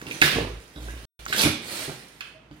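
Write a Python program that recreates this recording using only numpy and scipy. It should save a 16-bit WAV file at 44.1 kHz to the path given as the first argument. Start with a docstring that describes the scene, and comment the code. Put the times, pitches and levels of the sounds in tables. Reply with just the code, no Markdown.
"""In a small, hard-walled room, wrapping paper is pulled and torn off a cardboard box.
Tearing and rubbing are dense runs of clicks over a fine hiss; sheet snaps and one hand rub are rough rings with a crack.
The knocked box is a push, a thud and ringing panels; it judders over the floor as a wavering low tone.
Cardboard scrapes are a hollow rumble of clicks, with one faint squeak. Quiet air noise lies under it all.
The sound drops out once, briefly."""
import sys
import numpy as np
from scipy import signal
from scipy.fft import rfft, irfft, next_fast_len
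from scipy.io import wavfile
from scipy.ndimage import uniform_filter1d, map_coordinates

SR = 44100
rng = np.random.default_rng(int(sys.argv[2]) if len(sys.argv) > 2 else 0)


def put_to_file(sound):
    """Save the sound as 16-bit audio at rate SR, in the file named by the first command-line argument."""
    columns = np.atleast_2d(sound).T  # one column per channel
    safe = np.clip(columns, -1, 1)
    whole_steps = np.round(safe * 32767)
    wavfile.write(sys.argv[1], SR, whole_steps.astype(np.int16))


N = 114660  # length in samples


def amp(db):
    """Turn decibels into a gain."""
    return 10 ** (np.asarray(db) / 20)


def unit(x):
    """Scale a signal to an average strength (rms) of 1."""
    return x / np.sqrt(np.mean(x ** 2) + 1e-20)


def along(points, hz):
    """Read a curve of (Hz, value) points on a log frequency axis."""
    point_hz, values = np.transpose(points)
    return np.interp(np.log(hz + 1), np.log(point_hz + 1), values)


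def level(rows):
    """Gain for each sample from (seconds, dB) points, practically silent outside them."""
    seconds, db = np.transpose(rows)
    return amp(np.interp(np.arange(N) / SR, seconds, db, left=-120, right=-120))


def filtered(x, response):
    """Multiply the spectrum of x by a function of frequency."""
    n = x.shape[-1]
    padded = next_fast_len(n + 8192)
    return irfft(rfft(x, padded) * response(np.fft.rfftfreq(padded, 1 / SR)), padded)[..., :n]


def coloured(x, colour, size=4096):
    """Give x a tone colour with a filter that never sounds ahead of its input; rms becomes 1."""
    log_gain = along(colour, np.fft.rfftfreq(size, 1 / SR)) * np.log(10) / 20
    # folding the cepstrum into its first half makes the filter minimum-phase
    cepstrum = irfft(log_gain)
    cepstrum[1:size // 2] *= 2
    cepstrum[size // 2 + 1:] = 0
    impulse = irfft(np.exp(rfft(cepstrum)))
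    return unit(signal.fftconvolve(x, impulse)[:len(x)])


def wobble(rate):
    """A smooth random curve through `rate` random points a second."""
    knots = rng.standard_normal(4096)
    return map_coordinates(knots, [np.arange(N) * rate / SR], mode="wrap")


def add(track, s, sound):
    """Mix a sound into the track at s seconds."""
    part = track[max(0, round(s * SR)):][:len(sound)]
    part += sound[:len(part)]


def crackle(rate, colour, spread_db, clump_db, patchy_db, hiss_db):
    """Clumped clicks of uneven size and changing colour over a fine hiss, at rms 1."""
    hits = rng.random(N) < rate / SR
    signs = np.sign(rng.standard_normal(N))
    sizes = amp(spread_db * np.minimum(rng.exponential(size=N), np.pi))
    hiss = amp(hiss_db) * rng.standard_normal(N)
    run = (unit(hits * signs * sizes) + hiss) * amp(clump_db * wobble(220))
    # random patches in time and frequency are made louder or softer
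    spectrum = signal.stft(run, nperseg=128)[2]
    field = uniform_filter1d(rng.standard_normal(spectrum.shape), size=3, axis=0)
    field = uniform_filter1d(field, size=4, axis=1)
    patchy = signal.istft(spectrum * amp(patchy_db * unit(field)))[1][:N]
    return coloured(patchy, colour)


def diffuse(pair):
    """Blend two unrelated signals into left and right that are alike in the bass and differ higher up."""
    # Each row: frequency in Hz, left-right likeness (1 is identical)
    likeness = [(100, 0.89), (350, 0.99), (700, 0.21), (1500, 0.15), (10000, 0.033)]

    def shares(hz):
        turn = np.arccos(np.clip(along(likeness, hz), -1, 1)) / 2
        return np.array([np.cos(turn), np.sin(turn)])

    mid, side = filtered(pair, shares)
    return np.array([mid + side, mid - side])


def room_air():
    """The room's quiet air: steady noise, strongest in the bass and spread over both sides."""
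    # Tone colour of the air. Each row: frequency in Hz, strength in dB per Hz
    air_colour = [(20, -18.5), (60, -13.5), (130, 3.5), (400, -4.5), (1000, -8), (2600, -13), (5000, -26),
                  (15000, -43)]
    air_db = -55.5
    noises = [coloured(rng.standard_normal(N), air_colour) for _ in range(2)]
    return amp(air_db) * diffuse(np.array(noises))


def squeak():
    """A faint, short, slightly unsteady tone."""
    # Each row: time in seconds, level in dB
    squeak_levels = [(2.34, -62), (2.362, -50.5), (2.382, -55)]
    squeak_hz = 630  # middle pitch
    pitch = squeak_hz * (1 + 0.0053 * wobble(43))
    return level(squeak_levels) * unit(np.sin(2 * np.pi * np.cumsum(pitch) / SR))


def scrape():
    """Small slips of the cardboard make a hollow rumble as the box is shoved and turned."""
    # Each row: time in seconds, level in dB
    scrape_levels = [(0, -52.5), (.085, -38), (.2, -51.5), (.32, -36), (.375, -29), (.45, -32.5),
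                     (.53, -53), (.73, -67), (.78, -52), (.88, -46), (1.0, -52.5), (1.25, -60.5),
                     (1.3, -41.5), (1.6, -48), (1.86, -64), (1.89, -31), (1.94, -54), (2.1, -56.5)]
    # Tone colour of the scrape. Each row: frequency in Hz, strength in dB per Hz
    scrape_colour = [(25, -28.5), (90, -2.5), (200, -0.5), (350, 0), (550, -4), (750, -10.5), (1100, -10),
                     (4000, -47.5)]
    slips = crackle(900, scrape_colour, spread_db=-1, clump_db=5.5, patchy_db=0, hiss_db=-9.5)  # 900 slips a second
    return level(scrape_levels) * slips


def drag():
    """The box judders over the floor in stick and slip: a wavering low tone and its octave."""
    # Each row: time in seconds, level in dB, before a slight random waver
    drag_levels = [(0, -52.5), (.1, -60), (.19, -62), (.25, -47), (.31, -52.5), (.38, -32), (.48, -33),
                   (.59, -37), (.65, -61), (.75, -70), (.775, -38), (.89, -31), (1.04, -39.5),
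                   (1.21, -43.5), (1.34, -50), (1.6, -62), (2.48, -61.5), (2.53, -49), (2.6, -62)]
    # The judder's octave. Each row: time in seconds, level against the low tone in dB
    octave_levels = [(.3, -1), (.42, -1.5), (.52, -8.5), (.8, -17.5), (1.3, -10.5)]
    judder_hz, jitter = 56.3, .05  # middle pitch, its random scatter as a fraction
    phase = 2 * np.pi * np.cumsum(judder_hz * (1 + jitter * wobble(25))) / SR
    octave_db = np.interp(np.arange(N) / SR, *np.transpose(octave_levels))
    tone = unit(np.sin(phase) + amp(octave_db) * np.sin(2 * phase))
    return level(drag_levels) * tone * amp(0.59 * wobble(18))


def knocks():
    """The struck box shoves the air with a low push, thuds dully and rings in its cardboard panels."""
    # Each row: start in seconds, level in dB
    knock_rows = [(0.078, -37), (0.141, -39), (.218, -21.5), (0.243, -22.5), (.762, -38), (1.451, -14.5),
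                  (1.4605, -16.5), (1.476, -24.5), (1.88, -35.5), (1.889, -44.5), (2.512, -42)]
    # Ringing tones of the panels, varied a little at each knock.
    # Each row: middle pitch in Hz, middle level in dB, time to fall by 60 dB in seconds
    box_modes = [(103.7, -8, 0.37), (150.3, 0, .22), (176, -1, 0.033), (250, -32, 0.12), (302.3, 2.5, 0.21),
                 (407.3, -7.5, 0.18), (571.5, -1.5, 0.11), (694, -2, 0.048)]
    # Tone colour of the thud. Each row: frequency in Hz, strength in dB per Hz
    thud_colour = [(40, -24), (100, 0), (200, 6), (420, 2.5), (700, -16.5), (1500, -2), (5000, -50.5)]
    ring_db, thud_db, push_db = -9.5, -3, -3.5
    thud_t60, push_t60, push_hz = 0.082, 0.033, 163  # seconds to fall by 60 dB; Hz
    out, t = np.zeros(N), np.arange(SR // 2) / SR
    fall = -60 * t  # divided by a t60, this is the fading in dB
    angle = 2 * np.pi * push_hz * t
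    # the push is the slope of a fading swing
    push = np.gradient((1 - np.cos(angle)) * amp(push_db + fall / push_t60), angle)
    for s, db in knock_rows:
        ring = np.zeros(len(t))
        for hz, mode_db, t60 in box_modes:
            strength = amp(mode_db + rng.normal(0, 3.6) + fall / t60)
            ring += strength * np.sin(2 * np.pi * hz * (1 + rng.normal(0, 0.0053)) * t)
        thud = coloured(rng.standard_normal(len(t)), thud_colour) * amp(fall / thud_t60)
        add(out, s, amp(db) * (push + amp(ring_db) * ring + amp(thud_db) * thud))
    return out


def snaps_and_rub():
    """Snaps of the sheet and one longer hand rub, each a crack and a rough ring, as (sound, wet dB) pairs."""
    # Snaps of the sheet, and at .885 s a longer rub of the hand on cardboard.
    # Each row: start in seconds, level in dB, middle pitch in Hz, time for the ring to fall by 60 dB
    # in seconds, room sound over direct sound in dB
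    ring_rows = [(.0145, -29.5, 1696, 0.016, -12.5), (.067, -29, 2790, 0.034, -3),
                 (.111, -23.5, 2416, 0.043, -9), (.2168, -7.5, 2510, 0.023, -9.5),
                 (0.215, -14.5, 6060, 0.01, -4.5), (0.2232, -3, 1745, 0.026, -6),
                 (.278, -13.5, 1800, 0.018, -10.5), (.885, -38, 1626, 0.11, -4.5),
                 (.976, -34.5, 3540, 0.0063, 4.5), (1.254, -30, 6000, 0.013, -6),
                 (1.263, -22.5, 1412, 0.023, -12), (1.294, -37, 5060, 0.01, -5.5),
                 (1.3265, -11, 1690, 0.019, -2.5), (1.3323, -21, 3820, 0.013, -5),
                 (1.333, -21, 1753, 0.034, -2.5), (1.363, -15.5, 3500, 0.0061, -1),
                 (1.393, -21, 4410, 0.054, -9.5), (1.41, -17, 3330, 0.02, -16.5),
                 (2.2075, -23.5, 2580, 0.018, -2), (2.207, -43.5, 4910, 0.035, -5),
                 (2.214, -33, 2920, 0.032, 1), (2.21, -33, 1400, 0.019, -4), (2.512, -42, 3015, 0.011, 3.5)]
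    # Tone colour of the crack. Each row: multiple of the ring's pitch, strength in dB per Hz
    crack_colour = [(.1, -11.5), (.4, -15), (.8, 4.5), (1.4, 1), (3, -15), (8, -22.5)]
    pitch_scatter, rise_s = 0.1, 0.0006  # fraction of the pitch; seconds
    crack_db, crack_t60 = -2.5, 0.019  # dB; seconds to fall by 60 dB
    pairs, t = [], np.arange(SR // 8) / SR
    fall = -60 * t
    attack = 1 - np.exp(-t / rise_s)
    for s, db, hz, t60, wet_db in ring_rows:
        pitch = hz * (1 + pitch_scatter * wobble(hz)[:len(t)])
        ring = np.sqrt(2) * np.sin(2 * np.pi * np.cumsum(pitch) / SR)
        colour = [(multiple * hz, gain) for multiple, gain in crack_colour]
        crack = coloured(rng.standard_normal(len(t)), colour)
        sound = ring * amp(fall / t60) + amp(crack_db + fall / crack_t60) * crack
        out = np.zeros(N)
        add(out, s, amp(db) * attack * sound)
        pairs.append((out, wet_db))
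    return pairs


def tearing():
    """Fibres break in clicks in three tears, from coarse to fine, and hands rub on the sheet."""
    # First rip (a sudden jerk), second rip (gathering speed), a strip peeling down the side,
    # hands rubbing on the paper. Each row: time in seconds, level in dB
    jerk_levels, rip_levels = [(.216, -19.5), (.245, -17.5), (.285, -28), (.32, -34), (.37, -33.5),
                               (.45, -69)], [(1.275, -35.5), (1.324, -38.5), (1.332, -27), (1.355, -25.5),
                                             (1.395, -19.5), (1.44, -25), (1.475, -36), (1.51, -77.5),
                                             (1.56, -59.5)]
    peel_levels, rub_levels = [(1.62, -43), (1.71, -33.5), (1.77, -32.5), (1.85, -34), (1.87, -52),
                               (1.92, -42.5), (2.02, -63)], [(0, -39), (.05, -52), (.07, -38.5), (.17, -40), (.21, -39.5),
                                             (.5, -53.5), (.73, -56.5), (.83, -44.5), (.91, -47.5),
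                                             (1.04, -48.5), (1.2, -45), (1.25, -53.5), (2.0, -52),
                                             (2.19, -57), (2.28, -53.5), (2.34, -88), (2.5, -79),
                                             (2.53, -61)]
    # Tone colours of the paper. Each row: frequency in Hz, strength in dB per Hz
    jerk_colour, rip_colour = [(60, -27.5), (200, -0.5), (450, -8), (950, -13), (1650, -5.5), (2800, -1),
                               (4500, -8), (7500, -18.5), (9300, -12.5), (11500, -18.5), (15500, -21)], [(60, -19.5), (250, 0.5), (800, -7.5), (1600, -5),
                                                    (2300, -4.5), (3700, -1.5), (6500, -9.5), (9300, -7.5),
                                                    (11500, -10), (15500, -16.5)]
    peel_colour, rub_colour = [(60, -7), (200, -3), (600, -0.5), (1000, -4), (1500, -1), (3500, -4),
                               (4300, -2), (5500, -7.5), (7500, -8), (9400, -3), (11000, -9.5),
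                               (15500, -14)], [(60, -14), (350, 0.5), (900, -8), (1600, 1), (2500, -1),
                                                    (4500, -5), (6500, -7.5), (8200, -9), (9300, -2.5),
                                                    (10500, -9.5), (15500, -15)]
    jerk_rate, rip_rate, peel_rate, rub_rate = 1500, 2400, 5000, 2100  # fibre breaks or slips a second
    jerk = crackle(jerk_rate, jerk_colour, spread_db=4, clump_db=3.5, patchy_db=3.0, hiss_db=-14)
    rip = crackle(rip_rate, rip_colour, spread_db=3.5, clump_db=3.0, patchy_db=6.0, hiss_db=-14)
    peel = crackle(peel_rate, peel_colour, spread_db=-1, clump_db=2.5, patchy_db=3.1, hiss_db=-6)
    rub = crackle(rub_rate, rub_colour, spread_db=-0.5, clump_db=4.5, patchy_db=4.3, hiss_db=-2.5)
    held_rub_levels = rub_levels + [(N / SR, rub_levels[-1][1])]  # the last level lasts to the end
    tears = level(jerk_levels) * jerk + level(rip_levels) * rip + level(peel_levels) * peel
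    return tears + level(held_rub_levels) * rub


def room_tail():
    """One stereo tail of the room: noise in which each frequency dies at its own speed."""
    # Each row: frequency in Hz, time to fall by 60 dB in seconds
    fade_times = [(100, 0.43), (500, 0.43), (2500, 0.55), (5000, 0.48), (10000, 0.32), (15000, 0.29)]
    wall_gap_s = 0.0023  # silence ahead of the echoes, and then their fade-in time
    noise = diffuse(rng.standard_normal((2, SR * 2 // 3)))
    hz, t, spectrum = signal.stft(noise, SR, nperseg=256)
    tail = signal.istft(spectrum * amp(-60 * t / along(fade_times, hz)[:, None]), SR)[1]
    tail = tail * np.clip(np.arange(tail.shape[1]) / SR / wall_gap_s - 1, 0, 1)
    return tail / np.linalg.norm(tail[0])


def in_room(sources, count=5):
    """Direct sound reaches the right first; the echo pattern changes steadily, every few hundredths of a second."""
    left_lag_s, echo_shift_s = 0.000242, .035  # left behind right; time between echo patterns
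    # each (sound, wet dB) pair is split into direct and room sound at the same total power
    near = sum(x / np.hypot(1, amp(wet_db)) for x, wet_db in sources)
    sent = sum(x / np.hypot(1, amp(-wet_db)) for x, wet_db in sources)
    # the tails take turns, each fed more and then less as the next one starts
    place = np.arange(N) / SR / echo_shift_s
    wet = np.zeros((2, N))
    for k in range(count):
        share = np.sin(np.pi / 2 * np.minimum((place - k) % count, 2))
        wet += signal.fftconvolve((sent * share)[None], room_tail(), axes=1)[:, :N]
    # half the lag delays the left, half advances the right
    sides = np.array([[-1], [1]])
    direct = filtered(near, lambda hz: np.exp(1j * np.pi * hz * left_lag_s * sides))
    return wet + direct


def scene():
    """Paper and box in the room, over its quiet air."""
    paper_wet_db, knock_wet_db, box_wet_db, judder_wet_db = 4, -8.5, -4, -12  # room over direct sound
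    box = [(drag(), judder_wet_db), (scrape() + squeak(), box_wet_db), (knocks(), knock_wet_db)]
    paper_and_hand = snaps_and_rub() + [(tearing(), paper_wet_db)]
    return room_air() + in_room(box + paper_and_hand)


def record(dry):
    """The right side is louder, the deepest bass is cut, the sound drops out once and the top is cut off."""
    # Each row: frequency in Hz, left over right in dB
    balance = [(60, -1.6), (300, -2.5), (1300, -2.5), (2800, -7), (5500, -8.5), (9500, -3), (14000, -3.5)]
    # Start and end of the dropout in seconds
    gap_start, gap_end = (1.0535, 1.192)
    low_cut_hz, top_hz = 52, 15900

    def response(hz):
        sides = amp(along(balance, hz) * np.array([[.5], [-.5]]))
        return sides * hz ** 2 / np.hypot(hz ** 2, low_cut_hz ** 2)

    t = np.arange(N) / SR
    sounding = (t < gap_start) | (t > gap_end)
    return filtered(filtered(dry, response) * sounding, lambda hz: hz < top_hz)


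dry = scene()
out = record(dry)
put_to_file(out)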